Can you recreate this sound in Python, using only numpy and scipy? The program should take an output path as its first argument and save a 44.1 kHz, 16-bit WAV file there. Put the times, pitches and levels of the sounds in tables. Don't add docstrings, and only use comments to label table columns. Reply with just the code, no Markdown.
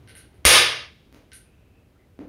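import sys
import numpy as np
from scipy import signal
from scipy.fft import rfft, irfft
from scipy.io import wavfile

SR = 44100
rng = np.random.default_rng(int(sys.argv[2]) if len(sys.argv) > 2 else 0)


def store_pcm(level_fs):
    pcm = np.round(np.clip(level_fs, -1, 1) * 32767).astype(np.int16)
    wavfile.write(sys.argv[1], SR, np.atleast_2d(pcm).T)


def undo_db(level):
    steps = np.asarray(level, float) / 20
    return 10 ** steps


N = 100900


def at_hz(points, hz):
    table_hz, value = np.array(points).T
    return np.interp(np.log(np.maximum(hz, 1)), np.log(table_hz), value)


def rms_one(x):
    return x / np.sqrt(np.mean(x ** 2) + 1e-20)


def energy_one(x):
    return x / np.sqrt(np.sum(x ** 2))


def butter(x, order, hz, kind):
    return signal.sosfilt(signal.butter(order, hz, kind, fs=SR, output="sos"), x)


def causal(x, level_db):
    size = 4096
    cepstrum = irfft(level_db(np.fft.rfftfreq(size, 1 / SR)) * np.log(10) / 20)
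    cepstrum[1:size // 2] *= 2
    cepstrum[size // 2 + 1:] = 0
    impulse = irfft(np.exp(rfft(cepstrum)))
    return signal.fftconvolve(x, impulse)[:len(x)]


def ring(clicks, hz, t60_s):
    radius = undo_db(-60 / (t60_s * SR))
    angle = 2 * np.pi * hz / SR
    return signal.lfilter([0, np.sin(angle)], [1, -2 * radius * np.cos(angle), radius ** 2], clicks + 1e-18)


def click(start_s, db):
    out = np.zeros(N)
    out[(np.asarray(start_s) * SR).astype(int)] = undo_db(db)
    return out


def bands():
    settle = 4000
    edges_hz = 16 * 2 ** np.arange(0, 10.1, 1 / 3)
    white = rng.standard_normal((2, N + settle))
    for k, (low, high) in enumerate(zip(edges_hz, edges_hz[1:])):
        yield np.sqrt(low * high), butter(white[k % 2], 4, [low, high], "band")[settle:]


def hum():
    # f/Hz, level/dB per Hz
    hum_colour = [(12, -50.5), (20, -17.5), (64, 3.5), (196, -10.5), (382, -12.5), (1010, -27.5),
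                  (2540, -31), (5850, -43.5), (15500, -50.5)]
    level_db, start_db, settle_s = -56, 6, .6
    noise = rms_one(sum(undo_db(at_hz(hum_colour, hz)) * band for hz, band in bands()))
    return undo_db(level_db + start_db * np.exp(-np.arange(N) / SR / settle_s)) * noise


def pieces():
    # t/s, level/dB, brightness/dB
    touches = [(0.0752, -14.5, -1.5), (0.086, -20, 9), (0.094, -11, -2.5), (0.1523, -9.5, 5.5),
               (0.171, -23.5, 17.5), (0.177, -24.5, 10), (0.182, -17, -6), (.203, -20.5, -3.5),
               (0.3437, -28.5, 4), (0.4465, -5.5, -9), (1.318, -10, -11.5), (1.333, -17, 14),
               (1.342, -29, 14.5), (1.353, -20, 14)]
    # f/Hz, level/dB, t60/s
    piece_modes = [(1587, -37, .04), (2157.7, -38.5, .012), (4250, -43.5, 0.013), (2900, -43.5, 0.0094),
                   (5560, -48.5, .006)]
    # f/Hz, level/dB per Hz
    tick_colour = [(650, -49.5), (1100, -21.5), (1490, -0.5), (1900, -6), (4040, -4.5), (7780, -17.5),
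                   (8970, -2.5), (10100, -5), (15000, -33)]
    bright_hz, luck_db, ring_low_cut_hz = 7000, 3, 1800

    start_s, db, bright_db = np.transpose(touches)
    luck = rng.normal(0, luck_db, (len(start_s), len(piece_modes)))
    dull = signal.lfilter(*signal.butter(2, bright_hz, "low", fs=SR), click(start_s, db))
    bright = signal.lfilter(*signal.butter(2, bright_hz, "high", fs=SR), click(start_s, db + bright_db))
    rings = np.zeros(N)
    for k, (hz, mode_db, t60_s) in enumerate(piece_modes):
        strike_db = db + mode_db + luck[:, k] + bright_db * (hz > bright_hz)
        rings += ring(click(start_s, strike_db), hz, t60_s)
    rings = signal.lfilter(*signal.butter(2, ring_low_cut_hz, "high", fs=SR), rings)
    return causal(dull + bright, lambda hz: at_hz(tick_colour, hz)) + rings


SLAP_S = .4517


def slap():
    # f/Hz, level/dB per Hz
    clack_colour = [(88, -48.5), (150, -23), (428, -11), (490, -5), (736, -15), (2180, -2.5), (7710, -8),
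                    (9360, -1.5), (15500, -24)]
    # f/Hz, level/dB, t60/s
    clack_modes = [(1272.7, -31, .05), (1790, -30.5, .05), (2213, -46, 0.25), (2820, -37.5, .06),
                   (3525, -31, .03), (3856, -29.5, .03), (5030, -36, .04), (5600, -30, .03)]
    slap_db, ring_db = 40.5, -12.5
    hit = click([SLAP_S], slap_db)
    rings = sum(undo_db(db + ring_db) * ring(hit, hz, t60_s) for hz, db, t60_s in clack_modes)
    return causal(hit, lambda hz: at_hz(clack_colour, hz)) + rings


def table():
    # f/Hz, level/dB, t60/s
    table_modes = [(68, -3, 0.15), (126, -25.5, 0.69), (220, -8.5, .04), (350.2, -16, .5), (495, -18, 0.33),
                   (85, -28.5, .6)]
    push = signal.lfilter([.05], [1, -.95], click([SLAP_S], 0))
    return sum(undo_db(db) * ring(push, hz, t60_s) for hz, db, t60_s in table_modes)


def knocks():
    # t/s, level/dB, brightness/dB per octave
    blow_events = [
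        (1.1267, -19, 5.5),
        (1.146, -16.5, 5),
        (2.191, -1, 0.6),
    ]
    # f/Hz, level/dB per Hz
    blow_colour = [(60, 2), (130, -6), (300, 9.5), (700, -5.5), (1300, -16), (2200, -20.5), (5000, -34),
                   (12000, -48)]
    # f/Hz, level/dB, t60/s
    wood_modes = [(126.67, -57.5, 0.076), (299, -31.5, 0.062), (428, -47, 0.01), (1770, -60, 0.011)]
    tilt_from_hz = 300

    blows = np.zeros(N)
    for start_s, db, tilt_db in blow_events:
        def colour(hz):
            octaves = np.log2(np.maximum(hz, tilt_from_hz) / tilt_from_hz)
            return at_hz(blow_colour, hz) + max(tilt_db, 0) * octaves
        blows += causal(click([start_s], db), colour)
    start_s, db, _ = np.transpose(blow_events)
    push = signal.lfilter([.1], [1, -.9], click(start_s, db))
    return blows + sum(undo_db(mode_db) * ring(push, hz, t60_s) for hz, mode_db, t60_s in wood_modes)


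def squeaks():
    # t/s, length/s, f/Hz, width/Hz, level/dB
    squeak_events = [
        (1.42, .3, 2560, 200, -71),
        (1.675, 0.22, 2600, 119, -72.5),
        (1.95, 0.037, 1370, 80.1, -70.5),
        (1.981, .08, 2030, 60, -69.5),
    ]
    out = np.zeros(N)
    t = np.arange(N) / SR
    for start_s, length_s, hz, width_hz, db in squeak_events:
        t60_s = np.log(1000) / np.pi / width_hz
        tone = rms_one(ring(rng.standard_normal(N), hz, t60_s))
        swell = np.sin(np.pi * np.clip((t - start_s) / length_s, 0, 1)) ** .5
        out += undo_db(db) * tone * swell
    return out


def crack(x, spread_s):
    t = np.arange(1000) / SR
    burst = rng.standard_normal(1000) * np.exp(-(t / spread_s) ** 4)
    return signal.fftconvolve(x, energy_one(burst))[:N]


def room(loud, faint):
    # f/Hz, t60/s
    room_t60 = [(100, 0.45), (500, .55), (2500, 0.56), (5000, 0.51), (7500, 0.35), (9500, 0.35),
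                (12000, .31), (15000, 0.31)]
    gap_s, room_db, build_s = .002, 0.5, .008
    knee_s, knee_db_per_s = .39, 139
    next_db, next_t60_s, next_band_hz = -35, .85, [1660, 4300]
    faint_fade_db_per_s, faint_build_s = 50.5, .002

    t = np.maximum(np.arange(N) / SR - gap_s, 0)
    tail = sum(noise * undo_db(-60 * t / at_hz(room_t60, hz)) for hz, noise in bands())
    tail = tail * undo_db(-knee_db_per_s * np.maximum(t - knee_s, 0))
    next_room = rms_one(butter(rng.standard_normal(N), 2, next_band_hz, "band"))
    tail = tail + next_room * undo_db(next_db - 60 * t / next_t60_s)
    faint_tail = energy_one(tail * undo_db(-faint_fade_db_per_s * t) * (1 - np.exp(-t / faint_build_s)))
    loud_tail = undo_db(room_db) * energy_one(tail * (1 - np.exp(-t / build_s)))
    return (signal.fftconvolve(loud, loud_tail) + signal.fftconvolve(faint, faint_tail))[:N]


def scene():
    ticks, blow, thuds = pieces(), slap(), knocks()
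    near = undo_db(-4.5) * crack(ticks, spread_s=.0014)
    near = near + undo_db(-8) * crack(blow, spread_s=.0045)
    near = near + undo_db(-2) * thuds
    mix = near + room(blow + thuds, ticks) + table() + squeaks() + hum()
    return mix[None]


def limiter(x):
    limit_db, attack_s, release_db_per_s = -1.5, 0.0018, 498.5
    fall_db = release_db_per_s * np.arange(N) / SR
    level_db = np.maximum.accumulate(20 * np.log10(np.abs(x) + 1e-9) + fall_db) - fall_db
    r = np.exp(-1 / (attack_s * SR))
    cut_db = signal.lfilter([1 - r], [1, -r], np.maximum(level_db - limit_db, 0))
    return x * undo_db(-cut_db)


def top_cut(x):
    return signal.sosfilt(signal.butter(12, 16800, fs=SR, output="sos"), x)


def record(dry):
    # f/Hz, width/Hz, level/dB
    port = [(7870, 720, -8.5), (9400, 1500, 1.5)]
    low_cut_hz, hiss_db, clip_top, cutoff_hz = 42, -76.5, 0.69, 15900
    x = causal(dry[0], lambda hz: sum(db * np.exp(-((hz - f) / width) ** 2) for f, width, db in port))
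    x = butter(x, 2, low_cut_hz, "high")
    x = x + undo_db(hiss_db) * rng.standard_normal(N)
    x = limiter(x)
    x = clip_top * np.tanh(x / clip_top)
    x = signal.sosfilt(signal.cheby2(12, 50, cutoff_hz * 1.03, fs=SR, output="sos"), x)
    return top_cut(x[None])


dry = scene()
out = record(dry)
store_pcm(out)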